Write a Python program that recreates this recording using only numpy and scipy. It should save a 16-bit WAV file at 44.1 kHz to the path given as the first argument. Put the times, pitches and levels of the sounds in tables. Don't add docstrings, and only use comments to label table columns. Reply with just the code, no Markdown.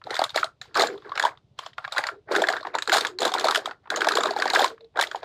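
import sys
import numpy as np
from scipy import signal
from scipy.fft import rfft, irfft
from scipy.io import wavfile
from scipy.ndimage import uniform_filter1d, minimum_filter1d

SR = 44100
rng = np.random.default_rng(int(sys.argv[2]) if len(sys.argv) > 2 else 0)


def waveform_to_disk(signal):
    frames = np.transpose(np.atleast_2d(signal))
    scaled = np.clip(frames, -1, 1) * 32767
    samples = np.round(scaled).astype(np.int16)
    wavfile.write(sys.argv[1], SR, samples)


N = 231170

# (time [s], panel level [dB], panel pitch [Hz], crack level [dB], crack spectral peak [Hz])
BUCKLES = [(0.015, -39, 1400, -66, 4170), (0.039, -42, 1390, -34, 4220), (0.068, -25, 740, -39, 3830),
           (0.106, -22.5, 590, -21.5, 3860), (0.142, -27.5, 750, -22, 3820),
           (0.153, -34, 1350, -20.5, 3450), (0.166, -18.5, 1590, -24, 3610), (0.191, -13, 736, -16, 4540),
           (0.216, -9.5, 694, -21.5, 3340), (0.239, -18, 1080, -14.5, 3770),
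           (0.293, -37.5, 1440, -28.5, 4000), (0.303, -41, 950, -28, 3870), (0.344, -25.5, 1340, -30, 4520),
           (0.359, -11, 670, -13.5, 3950), (0.374, -12.5, 1770, -20, 4590), (0.384, -18, 1400, -32, 3780),
           (0.429, -10.5, 1340, -40, 3840), (0.442, -21.5, 703, -19.5, 3660),
           (0.614, -29.5, 1830, -24, 3870), (0.744, -31, 1550, -25, 4160),
           (0.753, -19.5, 1600, -17.5, 4310), (0.772, -18, 1510, -16, 5030), (0.795, -13, 750, -9, 4200),
           (0.808, -12, 1260, -13, 3840), (0.819, -16, 890, -10, 3960), (0.837, -27, 735, -45, 4250),
           (0.87, -28.5, 710, -22, 4300), (0.977, -43, 1080, -40.5, 3850), (1.021, -43, 1200, -50, 3420),
           (1.093, -33, 1100, -37.5, 4200), (1.118, -19.5, 1124, -37, 3530),
           (1.154, -26.5, 1880, -30, 4800), (1.176, -13.5, 1650, -22, 4290),
           (1.196, -9.5, 1770, -15.5, 3850), (1.225, -16.5, 1650, -18, 3600),
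           (1.237, -11.5, 840, -25, 3760), (1.25, -2, 940, -12.5, 3270), (1.373, -46, 1185, -44, 3420),
           (1.589, -23, 1110, -24, 3110), (1.634, -35, 1080, -62, 3390), (1.662, -27, 1110, -28.5, 3100),
           (1.732, -46, 1830, -42.5, 3240), (1.781, -20, 1390, -31.5, 3280),
           (1.842, -26.5, 1280, -36, 3920), (1.848, -18.5, 1660, -36, 3940),
           (1.877, -25.5, 1150, -35, 3540), (1.923, -26, 1320, -19.5, 3630), (1.963, -20, 1430, -26, 3700),
           (1.97, -14.5, 1410, -29, 3880), (1.98, -6.5, 1800, -12, 4360), (1.987, -17, 860, -47, 3170),
           (2.038, -16, 1870, -24.5, 4310), (2.068, -22.5, 1890, -18.5, 4600),
           (2.087, -14, 1410, -56, 3970), (2.311, -21, 620, -43, 3840), (2.319, -24, 616, -21.5, 4150),
           (2.35, -10, 1530, -22, 4290), (2.361, -10, 1610, -15, 3930), (2.4, -30, 716, -44, 3810),
           (2.419, -10, 714, -16, 3440), (2.437, -8.5, 1640, -32, 3730), (2.47, -26, 797, -23, 3700),
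           (2.486, -5.5, 1690, -13.5, 4220), (2.5, -17, 706, -25.5, 3030), (2.525, -22, 890, -22.5, 4340),
           (2.535, -14.5, 1570, -38, 3730), (2.566, -20, 1390, -26, 3800), (2.607, -32.5, 620, -35, 3980),
           (2.629, -29.5, 1210, -35, 4150), (2.649, -18.5, 950, -64, 3310), (2.669, -20.5, 900, -35, 3140),
           (2.739, -25, 690, -36, 3780), (2.751, -10.5, 896, -20.5, 3900), (2.785, -17.5, 1630, -22, 7150),
           (2.822, -22, 1640, -17, 3660), (2.855, -49, 1350, -35, 4020), (2.875, -15.5, 1400, -19.5, 4100),
           (2.895, -10.5, 1820, -19, 3000), (2.919, -5.5, 1590, -12, 4240), (2.926, 1.5, 788, 2, 3600),
           (2.938, -8.5, 1580, -14, 4150), (2.947, -13, 1080, -17, 3780), (2.959, -11.5, 750, -19, 3550),
           (2.968, -7, 1470, -9.5, 3640), (2.982, -14, 1460, -11.5, 4000), (3.008, -24.5, 668, -14, 3860),
           (3.049, -9, 1710, -19, 3410), (3.068, -30.5, 1150, -18, 3650), (3.187, -30.5, 1320, -17.5, 4300),
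           (3.204, -32.5, 715, -18.5, 4050), (3.218, -13.5, 730, -16, 3250), (3.229, -16, 690, -18, 3640),
           (3.251, -11.5, 650, -8.5, 3720), (3.269, -14, 1040, -43, 3770), (3.277, -23, 697, -19, 3300),
           (3.292, -21, 1020, -29, 3660), (3.318, -21.5, 790, -23.5, 3220), (3.338, -15, 1020, -12.5, 3420),
           (3.349, -14, 1030, -42, 3360), (3.382, -37, 980, -21, 4000), (3.396, -33.5, 1190, -17.5, 3220),
           (3.409, -29, 1290, -20.5, 3500), (3.443, -10, 730, -13, 4150), (3.451, -13.5, 606, -17.5, 3650),
           (3.469, -13.5, 1030, -19, 3760), (3.484, -9.5, 1240, -15.5, 4060),
           (3.496, -16.5, 790, -33, 3900), (3.509, -14.5, 1140, -12, 3560), (3.523, -20, 1000, -36, 2970),
           (3.547, -10.5, 1670, -13, 3100), (3.557, -13.5, 1500, -10.5, 3050), (3.574, -21, 638, -18, 4800),
           (3.657, -20, 1290, -19.5, 3470), (3.674, -19, 730, -51, 4050), (3.71, -25, 1420, -34.5, 3100),
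           (3.856, -40.5, 1110, -63, 3110), (3.873, -38, 1120, -54, 3210), (3.902, -16.5, 1670, -17, 3830),
           (3.92, -19, 730, -39, 2800), (3.939, -21.5, 1210, -43, 4720), (3.96, -20, 1370, -16, 6800),
           (3.971, -22.5, 614, -22, 3630), (4.006, -20, 1500, -19, 3120), (4.017, -7, 1560, -18, 4100),
           (4.045, -12.5, 1570, -21, 3160), (4.069, -11.5, 730, -17.5, 3600),
           (4.086, -10, 1640, -10.5, 2820), (4.109, -15.5, 1240, -41, 4360), (4.119, -17, 1360, -16, 3870),
           (4.135, -18.5, 1540, -29, 3360), (4.153, -26, 810, -13.5, 4140), (4.17, -9, 1230, -15.5, 3240),
           (4.184, -12.5, 660, -20.5, 3710), (4.206, -16.5, 1560, -17.5, 3510),
           (4.234, -12.5, 1250, -15.5, 3770), (4.256, -11.5, 1060, -20.5, 3800),
           (4.269, -24.5, 1060, -23, 3640), (4.307, -18.5, 666, -21, 4300), (4.335, -24.5, 910, -34, 4140),
           (4.363, -16.5, 840, -25, 4160), (4.387, -21, 676, -25.5, 3550), (4.399, -24, 690, -21, 4670),
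           (4.421, -10, 1550, -17.5, 3860), (4.455, -12.5, 797, -20, 3400), (4.477, -18.5, 1650, -22, 4740),
           (4.5, -17.5, 2200, -13.5, 4170), (4.534, -15, 780, -13, 4160), (4.549, -15, 980, -11.5, 3660),
           (4.557, -0.5, 1580, -21, 4690), (4.571, -14, 650, -40, 4240), (4.592, -9.5, 810, -11, 3350),
           (4.605, -10.5, 770, -36, 3330), (4.617, -13.5, 627, -16, 3650), (4.643, -5.5, 1046, -11.5, 3400),
           (4.66, -21, 1470, -30, 3740), (4.678, -34, 1120, -24.5, 4240), (4.713, -33.5, 586, -49, 2800),
           (4.778, -43, 1450, -65, 3300), (4.807, -47, 595, -45.5, 3880), (4.844, -56, 637, -49, 3930),
           (4.958, -24.5, 764, -41, 3500), (4.972, -20.5, 746, -25, 3580), (4.99, -9, 1580, -21, 3970),
           (4.996, -10.5, 920, -16.5, 3350), (5.011, -19, 1560, -10, 3770), (5.025, -19, 894, -15.5, 3280),
           (5.037, -16.5, 2080, -25, 4260), (5.07, -38, 920, -26, 3630), (5.113, -21.5, 1550, -28.5, 3400),
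           (5.146, -17.5, 860, -45, 3220), (5.157, -25, 780, -29, 3170), (5.23, -27, 766, -34, 3600)]
# (start [s], length [s], panel crackle [dB], crease crackle [dB], air cavity [dB])
TREADS = [(0.062, 0.041, -54, -61, -44.5), (0.103, 0.14, -35.5, -46.5, -58.5),
          (.355, 0.044, -30.5, -37.5, -44.5), (0.631, 0.027, -56.5, -57, -71),
          (0.763, 0.077, -22.5, -34, -29.5), (0.856, 0.079, -43.5, -56, -37.5),
          (0.682, 0.067, -64, -73.5, -59), (0.957, 0.11, -64, -66.5, -62), (1.045, 0.1, -48, -65, -54.5),
          (1.16, 0.11, -33, -48.5, -48.5), (1.588, 0.079, -50.5, -53, -66.5), (1.78, 0.16, -54.5, -64, -79),
          (1.92, 0.17, -37.5, -49, -85), (2.285, 0.038, -41, -67, -43.5), (2.316, 0.089, -28, -40.5, -27),
          (2.425, .15, -37, -48.5, -44.5), (2.655, 0.024, -42.5, -56, -42.5), (2.743, 0.017, -31, -57, -42),
          (2.887, .11, -35, -45, -33), (3.0, 0.064, -35.5, -45.5, -42), (3.206, 0.067, -29.5, -38.5, -30.5),
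          (3.348, 0.23, -32, -43.5, -37), (3.648, 0.035, -40, -53, -43.5), (3.839, 0.037, -60, -80, -69),
          (3.909, 0.41, -34, -48.5, -36), (4.062, 0.24, -33, -52, -37.5), (4.361, 0.15, -34, -45, -37.5),
          (4.537, 0.11, -27, -33.5, -35), (4.968, 0.056, -28, -52.5, -41.5), (5.086, 0.1, -51, -56.5, -54),
          (5.226, .03, -41.5, -61, -68)]
# (frequency [Hz], level [dB])
CRACKLE_SPECTRUM = [(750, -1), (1000, -4), (1600, -1), (2650, -16), (3700, -9.5), (4800, -12.5),
                    (5900, -19.5), (7000, -19), (9600, -28), (15000, -32)]
# (start [s], length [s], pitch [Hz], level [dB])
NECK_HOOTS = [(0.917, 0.065, 406, -40.5), (1.054, 0.026, 408, -42), (2.111, 0.063, 428, -48),
              (2.155, 0.047, 407, -53), (3.089, 0.12, 364.3, -45.5), (4.694, 0.061, 449, -45.5),
              (4.79, 0.092, 453.4, -51.5)]
# (frequency [Hz], T60 [s])
ECHO_DECAY = [(300, 0.12), (1000, 0.13), (4000, 0.046), (12000, 0.14)]
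# (time [s], firings so far [count])
FIRING_COUNT = [(-.026, 0), (.671, 10), (1.022, 15), (2.263, 33), (2.741, 40), (3.742, 55), (4.781, 70),
                (5.268, 77)]
# (frequency [Hz], gain [dB], T60 [s])
EXHAUST_MODES = [(80, -9.5, 0.07), (105, -8, 0.14), (126, -2, 0.14), (137, -2, 0.1)]
# (frequency [Hz], level [dB])
YARD_SPECTRUM = [(25, -24.5), (60, -10), (137, -11), (218, -17), (700, -22), (1600, -39.5), (3700, -33),
                 (9000, -53), (14000, -66.5)]


def snaps(rise_s=0.00024, slip_s=0.0044, panel_cycles=15.1, body_db=5.5, mic_peak_db=5,
          sizzle_hz=7080, sizzle_db=-5):
    size = 2048
    out = np.zeros(N + size)
    t = np.arange(size) / SR
    slip = (1 - np.exp(-t / rise_s)) ** 2 * np.exp(-(t / slip_s) ** 1.67)
    for time_s, panel_db, panel_hz, crack_db, peak_hz in BUCKLES:
        rough, fine = rng.standard_normal((2, size))
        jerks = rough ** 3 * slip
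        panel = ring(jerks, panel_hz, panel_cycles / panel_hz)
        panel += from_db(body_db) * band(jerks, panel_hz / 3.2, panel_hz * 1.42)
        panel = band(panel, panel_hz / 2, panel_hz * 3.13)
        panel = band(panel, panel_hz / 2.6, 16000)
        spray = band(coloured(fine, CRACKLE_SPECTRUM), 2600, 20000) * slip
        top_hz = 19000 * from_db(0.32 * min(crack_db, 0))
        spray = band(spray, 2000, max(top_hz, 4000))
        crack = spray + from_db(mic_peak_db) * band(spray, peak_hz / 1.12, peak_hz * 1.12)
        film_gain = from_db(sizzle_db) * fine[1] ** 2
        crack += film_gain * band(spray, sizzle_hz / 1.06, sizzle_hz * 1.06)
        i = round(time_s * SR)
        out[i:i + size] += from_db(panel_db) * panel / np.abs(panel).max()
        out[i:i + size] += from_db(crack_db) * crack / np.abs(crack).max()
    return out[:N]


def crackle(rate_per_s, spread_db, band_hz, ring_cycles):
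    sizes = from_db(spread_db * np.minimum(rng.exponential(1, N), 4))
    signs = rng.choice([-1, 1], N)
    clicks = sizes * signs * (rng.random(N) < rate_per_s / SR)
    mode = rng.integers(0, 16, N)
    pitches_hz = np.geomspace(*band_hz, 16)
    rings = sum(ring(clicks * (mode == k), hz, ring_cycles / hz) * hz for k, hz in enumerate(pitches_hz))
    return rms_one(band(coloured(rings, CRACKLE_SPECTRUM), *band_hz))


def tread_gain(column, rise_db_per_s=1516, fall_db_per_s=352):
    t, power = np.arange(N) / SR, 0
    for row in TREADS:
        start_s, length_s = row[:2]
        early_s = np.maximum(start_s - t, 0)
        late_s = np.maximum(t - start_s - length_s, 0)
        level_db = row[column] - rise_db_per_s * early_s - fall_db_per_s * late_s
        power += from_db(level_db) ** 2
    return np.sqrt(power)


def flurry_gain(column, gain_db=-20.5, t60_s=0.1):
    kicks = np.zeros(N)
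    for row in BUCKLES:
        kicks[round(row[0] * SR)] += from_db(row[column] + gain_db)
    pole = from_db(-60 / (t60_s * SR))
    return signal.lfilter([1], [1, -pole], kicks + 1e-18)


def crumpling():
    panel_gain = np.hypot(tread_gain(column=2), flurry_gain(column=1))
    crease_gain = np.hypot(tread_gain(column=3), flurry_gain(column=3))
    crinkle_gain = from_db(-1) * crease_gain ** 1.222
    panels = crackle(rate_per_s=1200, spread_db=4.7, band_hz=(555, 2526), ring_cycles=27.5)
    creases = crackle(rate_per_s=3000, spread_db=2.6, band_hz=(2195, 5780), ring_cycles=7.7)
    crinkle = crackle(rate_per_s=5000, spread_db=5.4, band_hz=(5060, 17000), ring_cycles=32)
    return panel_gain * panels + crease_gain * creases + crinkle_gain * crinkle


def groans():
    cavities = crackle(rate_per_s=300, spread_db=3, band_hz=(307, 516), ring_cycles=22)
    thumps = crackle(rate_per_s=400, spread_db=3, band_hz=(170, 300), ring_cycles=6)
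    return tread_gain(column=4, fall_db_per_s=260) * (cavities + from_db(-15.5) * thumps)


def hoots(t60_s=0.27):
    out = np.zeros(N)
    for start_s, length_s, hz, level_db in NECK_HOOTS:
        i, size = round(start_s * SR), round(length_s * SR)
        breath = rng.standard_normal(8192)
        tone = ring(breath, hz, t60_s)[2048:2048 + size]
        out[i:i + size] += from_db(level_db) * rms_one(tone * np.sqrt(np.hanning(size)))
    return out


def echoes(x, first_s=0.0037, gain_db=-10):
    t = np.arange(SR // 2) / SR
    noise, tail = rng.standard_normal(len(t)), 0
    for low_hz in 200 * 2 ** np.arange(7):
        octave = band(noise, low_hz, min(2 * low_hz, 0.45 * SR))
        t60_s = at_hz(ECHO_DECAY, low_hz * np.sqrt(2))
        tail += octave * from_db(-60 * t / t60_s)
    tail *= t > first_s
    return from_db(gain_db) * signal.fftconvolve(x, tail / np.linalg.norm(tail))[:N]


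def engine(gain_db=-51, fade_db_per_s=2.75, jitter_db=1.5, band_hz=(72, 240)):
    t = np.arange(N) / SR
    count = np.floor(np.interp(t, *np.transpose(FIRING_COUNT)))
    fired = np.diff(count, prepend=count[0]) > 0
    kicks = fired * from_db(jitter_db * rng.standard_normal(N))
    pushes = np.convolve(kicks, np.hanning(200) / 100)[:N]
    pipe = sum(from_db(db) * ring(pushes, hz, t60_s) for hz, db, t60_s in EXHAUST_MODES)
    return from_db(gain_db - fade_db_per_s * t) * band(band(pipe, *band_hz), *band_hz)


def yard(rms_db=-68):
    return from_db(rms_db) * coloured(rng.standard_normal(N), YARD_SPECTRUM)


def ring(x, hz, t60_s):
    radius = from_db(-60 / (t60_s * SR))
    step_rad = 2 * np.pi * hz / SR
    return signal.lfilter([0, np.sin(step_rad)], [1, -2 * radius * np.cos(step_rad), radius ** 2],
                          x + 1e-18)


def band(x, low_hz, high_hz):
    return signal.sosfilt(signal.butter(2, [low_hz, high_hz], "band", fs=SR, output="sos"), x)


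def coloured(x, spectrum):
    hz = np.maximum(np.fft.rfftfreq(len(x), 1 / SR), 1)
    return rms_one(irfft(rfft(x) * from_db(at_hz(spectrum, hz)), len(x)))


def at_hz(table, hz):
    table_hz, values = np.transpose(table)
    return np.interp(np.log(hz), np.log(table_hz), values)


def rms_one(x):
    return x / np.sqrt(np.mean(x ** 2) + 1e-20)


def from_db(db):
    return 10 ** (np.asarray(db) / 20)


def scene():
    bottles = snaps() + crumpling() + groans() + hoots()
    bottles += echoes(bottles)
    bass_cut = signal.butter(2, 240, "high", fs=SR, output="sos")
    return (signal.sosfilt(bass_cut, bottles) + engine() + yard())[None]


def record(dry):
    ceiling, window_samples, stop_hz = 0.42, 129, 16500
    gain = 1 / np.maximum(np.abs(dry[0]) / ceiling, 1)
    gain = uniform_filter1d(minimum_filter1d(gain, window_samples), window_samples)
    return signal.sosfilt(signal.cheby2(12, 70, stop_hz, fs=SR, output="sos"), dry * gain)


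dry = scene()
out = record(dry)
waveform_to_disk(out)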